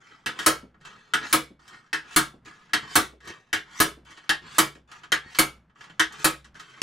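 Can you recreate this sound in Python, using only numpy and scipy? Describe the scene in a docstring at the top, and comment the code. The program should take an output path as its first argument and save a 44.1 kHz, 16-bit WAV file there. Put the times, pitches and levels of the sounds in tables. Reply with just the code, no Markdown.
"""Slide hammer on a bearing, close by

A slide hammer draws a bearing from an aluminium arm held down on a bench in a small workshop.
The steel weight knocks against the puller, scrapes back along the rod and slams into the end stop: each
blow rings the modes of the rig over a dying hiss. Between blows the weight slides and rattles on the rod,
the bench booms low and the arm drops back with dull thumps, over the low rumble of the room.
A close microphone pair hears it in stereo."""
import sys
import numpy as np
from scipy import signal
from scipy.io import wavfile
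from scipy.ndimage import uniform_filter1d

SR = 44100
rng = np.random.default_rng(int(sys.argv[2]) if len(sys.argv) > 2 else 0)


def ratio(d):
    """dB to gain"""
    e = np.asarray(d, float) / 20
    return 10 ** e


def int16_out(signal):
    """Quantize to a 16-bit WAV file."""
    q = np.round(np.clip(np.atleast_2d(signal).T, -1, 1) * 32767)
    wavfile.write(sys.argv[1], SR, q.astype(np.int16))


N = 300762  # length in samples

# Modes of arm, rod and bench:
# f/Hz, level/dB when slammed at the stop, level/dB when knocked at the puller, t60/s before scaling per blow
RIG_MODES = [(143, -21, -25, 0.35), (318, 0, -6, 0.16), (425, -16, -16, 0.2), (723, -12, -16, 0.18),
             (904, -14, -12, 0.16), (1096, -12, -14, 0.19), (1252, -8, -10, 0.18), (1281, -4, -9, 0.16),
             (1340, -11, -12, 0.23), (1437, -14, -3, 0.15), (1515, -13, -7, 0.17), (1593, -13, -9, 0.18),
             (1669, -10, 0, 0.18), (1696, -9, -3, 0.18), (1857, -11, -1, 0.16), (1976, -16, -8, 0.16),
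             (2248, -15, -13, 0.25), (2296, -14, -14, 0.18), (2638, -13, -6, 0.14), (2926, -16, -14, 0.21),
             (3078, -11, -3, 0.13), (3172, -25, -9, 0.23), (3219, -15, -8, 0.16), (3472, -18, -15, 0.27),
             (3880, -16, -13, 0.16), (4187, -12, -15, 0.15), (4385, -13, -11, 0.14), (4743, -19, -21, 0.17),
             (4940, -23, -20, 0.18), (5798, -20, -19, 0.17)]
# The countless weaker modes, heard as a dying hiss, at the stop and at the puller: f/Hz, relative level/dB per Hz
STOP_HISS = [(18, -48), (30, -26), (150, -9), (400, -4), (650, -17), (1250, -2), (2480, -14), (3870, -13),
             (6000, -17), (10500, -16.5), (16000, -28.5)]
PULLER_HISS = [(18, -39.5), (30, -30), (336, -13), (600, -22.5), (1700, -1.5), (2200, -13.5), (3140, -8),
               (4650, -14), (9220, -21.5), (14000, -33.5), (16000, -43.5)]
# How long that hiss takes to die: f/Hz, t60/s before scaling per blow
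HISS_DECAY = [(60, 0.043), (250, 0.23), (1000, 0.17), (3000, 0.21), (7000, 0.18), (14000, 0.15)]
# Slams at the end stop: t/s, nominal peak level/dB, gain below 500 Hz/dB, bench boom level/dB, favoured f/Hz
SLAMS = [(0.462, -4, -4.5, -53.5, 1340), (1.3272, -5.5, -2.7, -53.5, 1252),
         (2.1615, -4.5, -1.8, -54.5, 1281), (2.9547, -4, -4, -50.5, 3472), (3.801, -5, -2.5, -49.5, 2926),
         (4.583, -3.5, -3, -53.5, 2248), (5.387, -4.5, -2.5, -51, 2248), (6.244, -6, -3.5, -50.5, 1252)]
# Knocks at the puller: t/s, nominal peak level/dB, gain below 500 Hz/dB, favoured f/Hz
KNOCKS = [(0.2602, -17.5, 3.5, 1350), (0.389, -21.5, -0.5, 1898), (1.136, -10, -2.5, 1380),
          (1.9296, -14.5, -3.5, 1767), (2.7331, -10, -1.8, 1750), (3.5288, -12.5, -2.1, 1641),
          (4.2923, -9, -5, 1805), (5.1193, -8.5, -2.5, 1873), (5.9953, -7, -5, 1915),
          (6.8167, -11, 7, 1687)]
# The loose weight rattling on the rod: t/s, nominal peak level/dB, hardness as tilt/dB per octave, favoured f/Hz
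RATTLES = [(0.743, -51, -6, 1243), (0.811, -51.5, 0, 1860), (0.85, -35.5, -0.1, 1740),
           (1.227, -40, -6, 1660), (1.592, -54, -6.5, 1180), (1.678, -43, 6, 1650),
           (1.742, -51, -5.5, 1680), (1.862, -54, -2, 1650), (2.449, -50, 4, 1900),
           (2.468, -42.5, -8.5, 1200), (2.693, -48, -3.5, 1660), (2.908, -40.5, 0.5, 1590),
           (3.204, -47.5, -1.5, 1870), (3.251, -48, 7, 1680), (3.274, -35.5, 5, 1560),
           (4.049, -56.5, 6.5, 1336), (4.173, -40, -1.2, 1100), (4.239, -48, -1.5, 1280),
           (4.106, -44, 4.5, 1860), (4.751, -45.5, 1.5, 1210), (4.915, -37.5, 2, 1270),
           (5.034, -36, -1, 1250), (5.347, -29, 1, 4360), (5.696, -56, -5, 1243), (5.756, -49.5, -4, 1230),
           (5.808, -38.5, -0.5, 1680), (5.84, -41, -0.5, 1250), (5.897, -40.5, -3, 3080),
           (6.123, -39.5, 7, 2030), (6.192, -41.5, -6, 1540), (6.444, -43, 1, 1230), (6.544, -48, 1, 1570),
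           (6.553, -42, -4, 1534), (6.596, -34, 2, 1250), (6.696, -50.5, 2.1, 3080),
           (6.774, -46, -3.5, 1250)]
# Colour of steel rubbing on the rod, also the hiss of a rattle: f/Hz, relative level/dB per Hz
SCRAPE_SPECTRUM = [(59, -47.5), (100, -28.5), (140, -5), (289, -18), (415, -4.5), (461, -20.5), (524, -21),
                   (1280, -4), (1480, -9), (7140, -21), (16000, -53.5)]
# The arm drops back on the bench with a dull thump after a blow: t/s, nominal peak level/dB, centre f/Hz
THUMPS = [(0.63, -36, 247), (1.503, -40, 229), (2.335, -38.5, 246), (2.83, -38, 173), (3.129, -42.5, 366),
          (3.97, -43, 352), (4.754, -41, 328), (5.256, -40.5, 133)]
# Slow strokes back to the puller: start t/s, loudest t/s, start level/dB, loudest level/dB, end level/dB
PUSHES = [(0, 0.14, -59.5, -52, -62.5), (.8, 0.867, -72.5, -46.5, -58.5), (1.589, 1.75, -62, -47, -68),
          (2.452, 2.457, -50, -45, -60.5), (3.2, 3.296, -67.5, -38, -67.5),
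          (4.048, 4.124, -60.5, -48, -57.5), (4.872, 4.95, -62, -47.5, -62.5),
          (5.747, 5.823, -70, -49.5, -64), (6.55, 6.612, -51, -52, -52.5)]
# Fast strokes out to the stop: start t/s, loudest t/s, start level/dB, loudest level/dB, end level/dB
PULLS = [(0.329, 0.416, -56.5, -37.5, -44), (1.209, 1.249, -39.5, -33, -43.5),
         (2.031, 2.135, -53.5, -44.5, -46.5), (2.819, 2.83, -41, -43, -42.5),
         (3.64, 3.786, -62, -42, -37.5), (4.415, 4.562, -48, -44.5, -41.5),
         (5.22, 5.359, -53, -46.5, -46.5), (6.1, 6.216, -48.5, -41, -44.5)]
# Colour of the workshop's rumble: f/Hz, relative level/dB per Hz
AIR_SPECTRUM = [(20, -5.5), (60, -15.5), (150, 1), (400, -17.5), (1500, -19.5), (5000, -42.5),
                (16000, -61.5)]
# Stereo width at the microphone pair: f/Hz, side minus mid level/dB
WIDTH = [(60, -6), (110, -24), (200, -22.5), (380, -10.5), (700, -4), (1290, -6), (2380, -5), (4400, -13.5),
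         (8120, -8), (15000, 1)]

# Hardness (dB per octave) and ring (a factor on t60), nearly the same for every slam
SLAM_TILT_DB, SLAM_RING, SLAM_RING_PER_S = -0.4, 1.169, -0.002
# The same at the puller: a firm knock seats the weight and rings shorter
KNOCK_TILT_DB, KNOCK_RING, KNOCK_RING_PER_DB = -1.92, 0.79, -0.0261
RATTLE_RING = 0.9  # the hand round the weight shortens the ring
BOOM_HZ, BOOM_T60 = 62.5, 1.6  # pitch in Hz, decay in s
# Brightness (dB per octave) at start and end: a push slows, a pull gathers speed
PUSH_TILT_DB, PULL_TILT_DB = (-0.54, -1.5), (-4.5, 4.5)
SWELL, EASE = 0.76, 1.8  # powers of the rise to the loudest moment and of the fall after it
GAP_S = 0.006  # the scrape stops a few milliseconds before the blow
AIR_DB = -65.5
EDGE_HZ = 15850  # top of the recorder's band


def slams(mix):
    """The weight hits the end stop: the rig rings, the bench booms and the microphones are jolted."""
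    for s, db, low_db, boom_db, loud_hz in SLAMS:
        length = SLAM_RING + SLAM_RING_PER_S * s

        def colour_db(hz):
            one_mode = favoured(hz, loud_hz) ** 30  # the power narrows it to about one mode
            return SLAM_TILT_DB * octaves(hz) + low_db * (hz < 500) + 4 * one_mode

        add(mix, s, blow(1, STOP_HISS, db, colour_db, length,
                         hiss_db=4.0, chatter=0.0077, build=0.0019, crack_db=3.5))
        add(mix, s + 0.016, boom(boom_db))
        add(mix, s, jolt(db - 22))


def knocks(mix):
    """The weight hits the puller at the other end of the rod, and the bench booms."""
    for s, db, low_db, loud_hz in KNOCKS:
        length = KNOCK_RING + KNOCK_RING_PER_DB * db

        def colour_db(hz):
            return KNOCK_TILT_DB * octaves(hz) + low_db * (hz < 500) + 5 * favoured(hz, loud_hz)

        add(mix, s, blow(2, PULLER_HISS, db, colour_db, length,
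                         hiss_db=2.0, chatter=0.0052, build=0.004, crack_db=3.5))
        add(mix, s, boom(db - 49.0))


def rattles(mix):
    """Light taps of the loose weight on the rod, with little below 400 Hz."""
    for s, db, tilt_db, loud_hz in RATTLES:
        def colour_db(hz):
            return tilt_db * octaves(hz) + 7 * favoured(hz, loud_hz) - 8 * (hz < 400)

        add(mix, s, blow(2, SCRAPE_SPECTRUM, db, colour_db, RATTLE_RING,
                         hiss_db=-1.0, chatter=0.0036, build=0.0023, crack_db=2.5))


def blow(column, hiss, db, colour_db, length, hiss_db, chatter, build, crack_db):
    """Steel meets steel: clear modes over a hiss that holds while the parts chatter, then dies by band."""
    count = SR // 2
    t = np.arange(count) / SR

    def field_db(hz, s):
        # the first contact is the brightest
        crack = crack_db * np.clip(octaves(hz), 0, 3) * np.exp(-s / 0.026)
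        fall = 60 * np.maximum(s - chatter, 0) / (read(HISS_DECAY, hz) * length)
        return read(hiss, hz) + colour_db(hz) + crack - fall

    modes = ring(column, colour_db, 0.86 * length, count=count, scatter_db=2.5, build=build, hold=chatter)
    dense = noise(field_db, count=count, size=256)
    dense = evened(dense) + evened(lumpy(dense, 0.008))
    head = round(0.03 * SR)  # levels are set over the first 30 ms
    both = modes / np.std(modes[:, :head]) + ratio(hiss_db) * dense / np.std(dense[:, :head])
    onset = 1 - np.exp(-t / 0.0002)
    return ratio(db - 9) * both / np.std(both[:, :head]) * onset


def ring(column, colour_db, length, count, scatter_db, build, hold):
    """The modes after one tap: each builds up, beats with a close neighbour and differs in phase left to right."""
    hz, db, t60 = (np.array(RIG_MODES)[:, k, None] for k in (0, column, -1))
    t = np.arange(count) / SR
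    level, pitch, phase, beat, side, grip = rng.standard_normal((len(hz), 6, 1)).transpose(1, 0, 2)
    free = np.maximum(t - hold * np.sqrt(1500 / hz), 0)  # low modes are fed longest
    t60 = t60 * length * np.exp(0.12 * grip)  # the grip of the hand damps each mode anew
    size = ratio(db + colour_db(hz) + scatter_db * level - 60 * free / t60)
    size *= 1 - np.exp(-t * hz / (1500 * build))
    size *= 1 + 0.35 * np.tanh(hz / 1500) * np.sin(2 * np.pi * 14 * beat * t + phase)
    turn = 2 * np.pi * hz * (1 + 0.002 * pitch) * t + 3 * phase
    apart = np.arctan(ratio(read(WIDTH, hz))) * np.sign(side)
    return np.array([(size * np.sin(turn + way * apart)).sum(0) for way in (1, -1)])


def lumpy(x, spread):
    """Quick reflections inside the metal cut narrow peaks and holes into a hiss."""
    t = np.arange(3072) / SR
    reflections = rng.standard_normal(len(t)) * np.exp(-t / spread)
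    return signal.fftconvolve(x, reflections[None])[:, :x.shape[1]]


def favoured(hz, loud_hz):
    """Where the weight lands favours the modes near one pitch: 1 there, 0 far away."""
    return np.exp(-(np.log2((hz + 1) / loud_hz) / 0.13) ** 2)


def jolt(db):
    """The shock rocks the microphone pair, pushing left and right in opposite senses."""
    t = np.arange(0, 0.06, 1 / SR)
    return ratio(db) * np.sin(2 * np.pi * 90 * t) * np.exp(-t / 0.005) * np.array([[-0.6], [1]])


def boom(db):
    """The bench sways unevenly at one low pitch after a blow, fading out within 0.36 s."""
    t = np.arange(0, 0.36, 1 / SR)
    waver = 1 + 0.25 * evened(uniform_filter1d(rng.standard_normal(len(t)), size=2500))
    sway = waver * np.sin(2 * np.pi * (BOOM_HZ * t + rng.random())) * ratio(db - 60 * t / BOOM_T60)
    return np.tile(sway * signal.windows.tukey(len(t), 0.5), (2, 1))


def strokes(mix):
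    """The weight slides along the rod: slow pushes to the puller, fast pulls to the stop."""
    for row in PUSHES:
        add(mix, *slide(*stroke(row, KNOCKS, PUSH_TILT_DB)))
    for row in PULLS:
        add(mix, *slide(*stroke(row, SLAMS, PULL_TILT_DB)))


def stroke(row, blows, tilt_db):
    """Times, scrape level and brightness of one stroke, which lasts until just before the next blow."""
    start, top, start_db, top_db, end_db = row
    end = min(b[0] for b in blows if b[0] > top) - GAP_S
    s = np.linspace(start, end, 40)
    rise = np.clip((s - start) / (top - start), 0, 1)
    left = np.clip((end - s) / (end - top), 0, 1)
    db = start_db + (top_db - start_db) * rise ** SWELL + (end_db - top_db) * (1 - left ** EASE)
    return s, db, np.interp(s, (start, end), tilt_db)


def slide(s, db, tilt_db):
    """The bore catches on the rod in tiny ticks that keep the modes sounding, over a patchy, gritty scrape."""
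    count = round((s[-1] - s[0]) * SR)
    t = s[0] + np.arange(count) / SR

    def quiet_arm(hz):  # light contact hardly bends the arm
        return -13 * (abs(hz - 318) < 50) + 5 * (hz < 200) - 0.69 * octaves(hz)

    ticks = (rng.random(count) < 300 / SR) * rng.standard_normal(count)  # about 300 per second
    rod = ring(2, quiet_arm, 0.9, count=8192, scatter_db=5.5, build=0.001, hold=0)
    modes = signal.fftconvolve(rod, ticks[None])[:, :count]

    def field_db(hz, u):
        patches = uniform_filter1d(rng.standard_normal((len(hz), len(u))), 4, 0)
        patches = uniform_filter1d(patches, 12, 1)
        bright = np.interp(s[0] + u, s, tilt_db) * np.maximum(octaves(hz), -1)
        return read(SCRAPE_SPECTRUM, hz) + bright + 3 * evened(patches)

    grit = ratio(1.6 * evened(uniform_filter1d(rng.standard_normal(count), size=300)))
    rub = noise(field_db, count=count, size=512) * grit
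    both = evened(rub) + ratio(-4.0) * evened(lumpy(rub, 0.0076)) + ratio(-2.0) * evened(modes)
    level = ratio(np.interp(t, s, db)) * signal.windows.tukey(count, 200 / count)
    return s[0] + 0.003, evened(both) * level  # placed 3 ms late


def thumps(mix):
    """The arm drops back on the bench with a dull thump after a blow."""
    for s, db, centre_hz in THUMPS:
        add(mix, s, thump(db, centre_hz))


def thump(db, centre_hz):
    """A short dull puff of noise, falling 13 dB per octave either side of its centre."""
    count = SR // 8
    t = np.arange(count) / SR
    puff = noise(lambda hz, s: -13 * abs(np.log2((hz + 1) / centre_hz)) + 0 * s, count=count, size=1024)
    return ratio(db - 7) * evened(puff) * (1 - np.exp(-t / 0.0021)) * np.exp(-t / 0.029)


def air():
    """Low rumble of the workshop, nearly the same left and right, swelling slowly."""
    rumble = noise(lambda hz, t: read(AIR_SPECTRUM, hz) + 0 * t, count=N, size=2048)
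    rumble = 0.3 * rumble + 0.7 * rumble.mean(0)
    swell_db = 3.5 * evened(uniform_filter1d(rng.standard_normal(N), size=6000))
    return ratio(AIR_DB + swell_db) * evened(rumble)


def noise(field_db, count, size):
    """Two-channel noise whose level in dB is a rule of frequency and time."""
    hop = size // 4
    hz = np.fft.rfftfreq(size, 1 / SR)[:, None]
    t = np.arange(count // hop + 5) * hop / SR
    a, b, c, d = rng.standard_normal((len(t), len(hz), 4)).T
    mid, side = a + 1j * b, ratio(read(WIDTH, hz)) * (c + 1j * d)
    z = np.array([mid + side, mid - side]) * ratio(field_db(hz, t))
    return signal.istft(z, nperseg=size, noverlap=size - hop)[1][:, :count]


def evened(x):
    """Scales to an rms of one."""
    return x / np.sqrt(np.mean(x ** 2) + 1e-20)


def read(points, hz):
    """Reads a spectrum table on a log-frequency axis."""
    f, value = np.transpose(points)
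    return np.interp(np.log(hz + 1), np.log(f + 1), value)


def octaves(hz):
    """Distance from about 1.5 kHz in octaves; the 30 Hz offset keeps it finite at zero."""
    return np.log2((hz + 30) / 1500)


def add(mix, s, sound):
    """Mixes a two-channel sound in at s seconds."""
    part = mix[:, round(s * SR):][:, :sound.shape[1]]
    part += sound[:, :part.shape[1]]


def scene():
    """The hammer's blows, its strokes, the arm on the bench and the room."""
    mix = np.zeros((2, N))
    slams(mix)
    knocks(mix)
    rattles(mix)
    strokes(mix)
    thumps(mix)
    return mix + air()


def low_pass(x):
    """Removes everything above the highest recorded frequency."""
    return signal.sosfilt(signal.butter(12, 16680, fs=SR, output="sos"), x)


def record(dry):
    """Saturation flattens the highest peaks, then a steep low-pass limits the band."""
    edge = signal.firwin(255, EDGE_HZ, window=("kaiser", 8), fs=SR)[None]
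    saturated = 0.79 * np.tanh(dry / 0.78)
    finished = signal.oaconvolve(saturated, edge, "same")
    return low_pass(finished)


dry = scene()
out = record(dry)
int16_out(out)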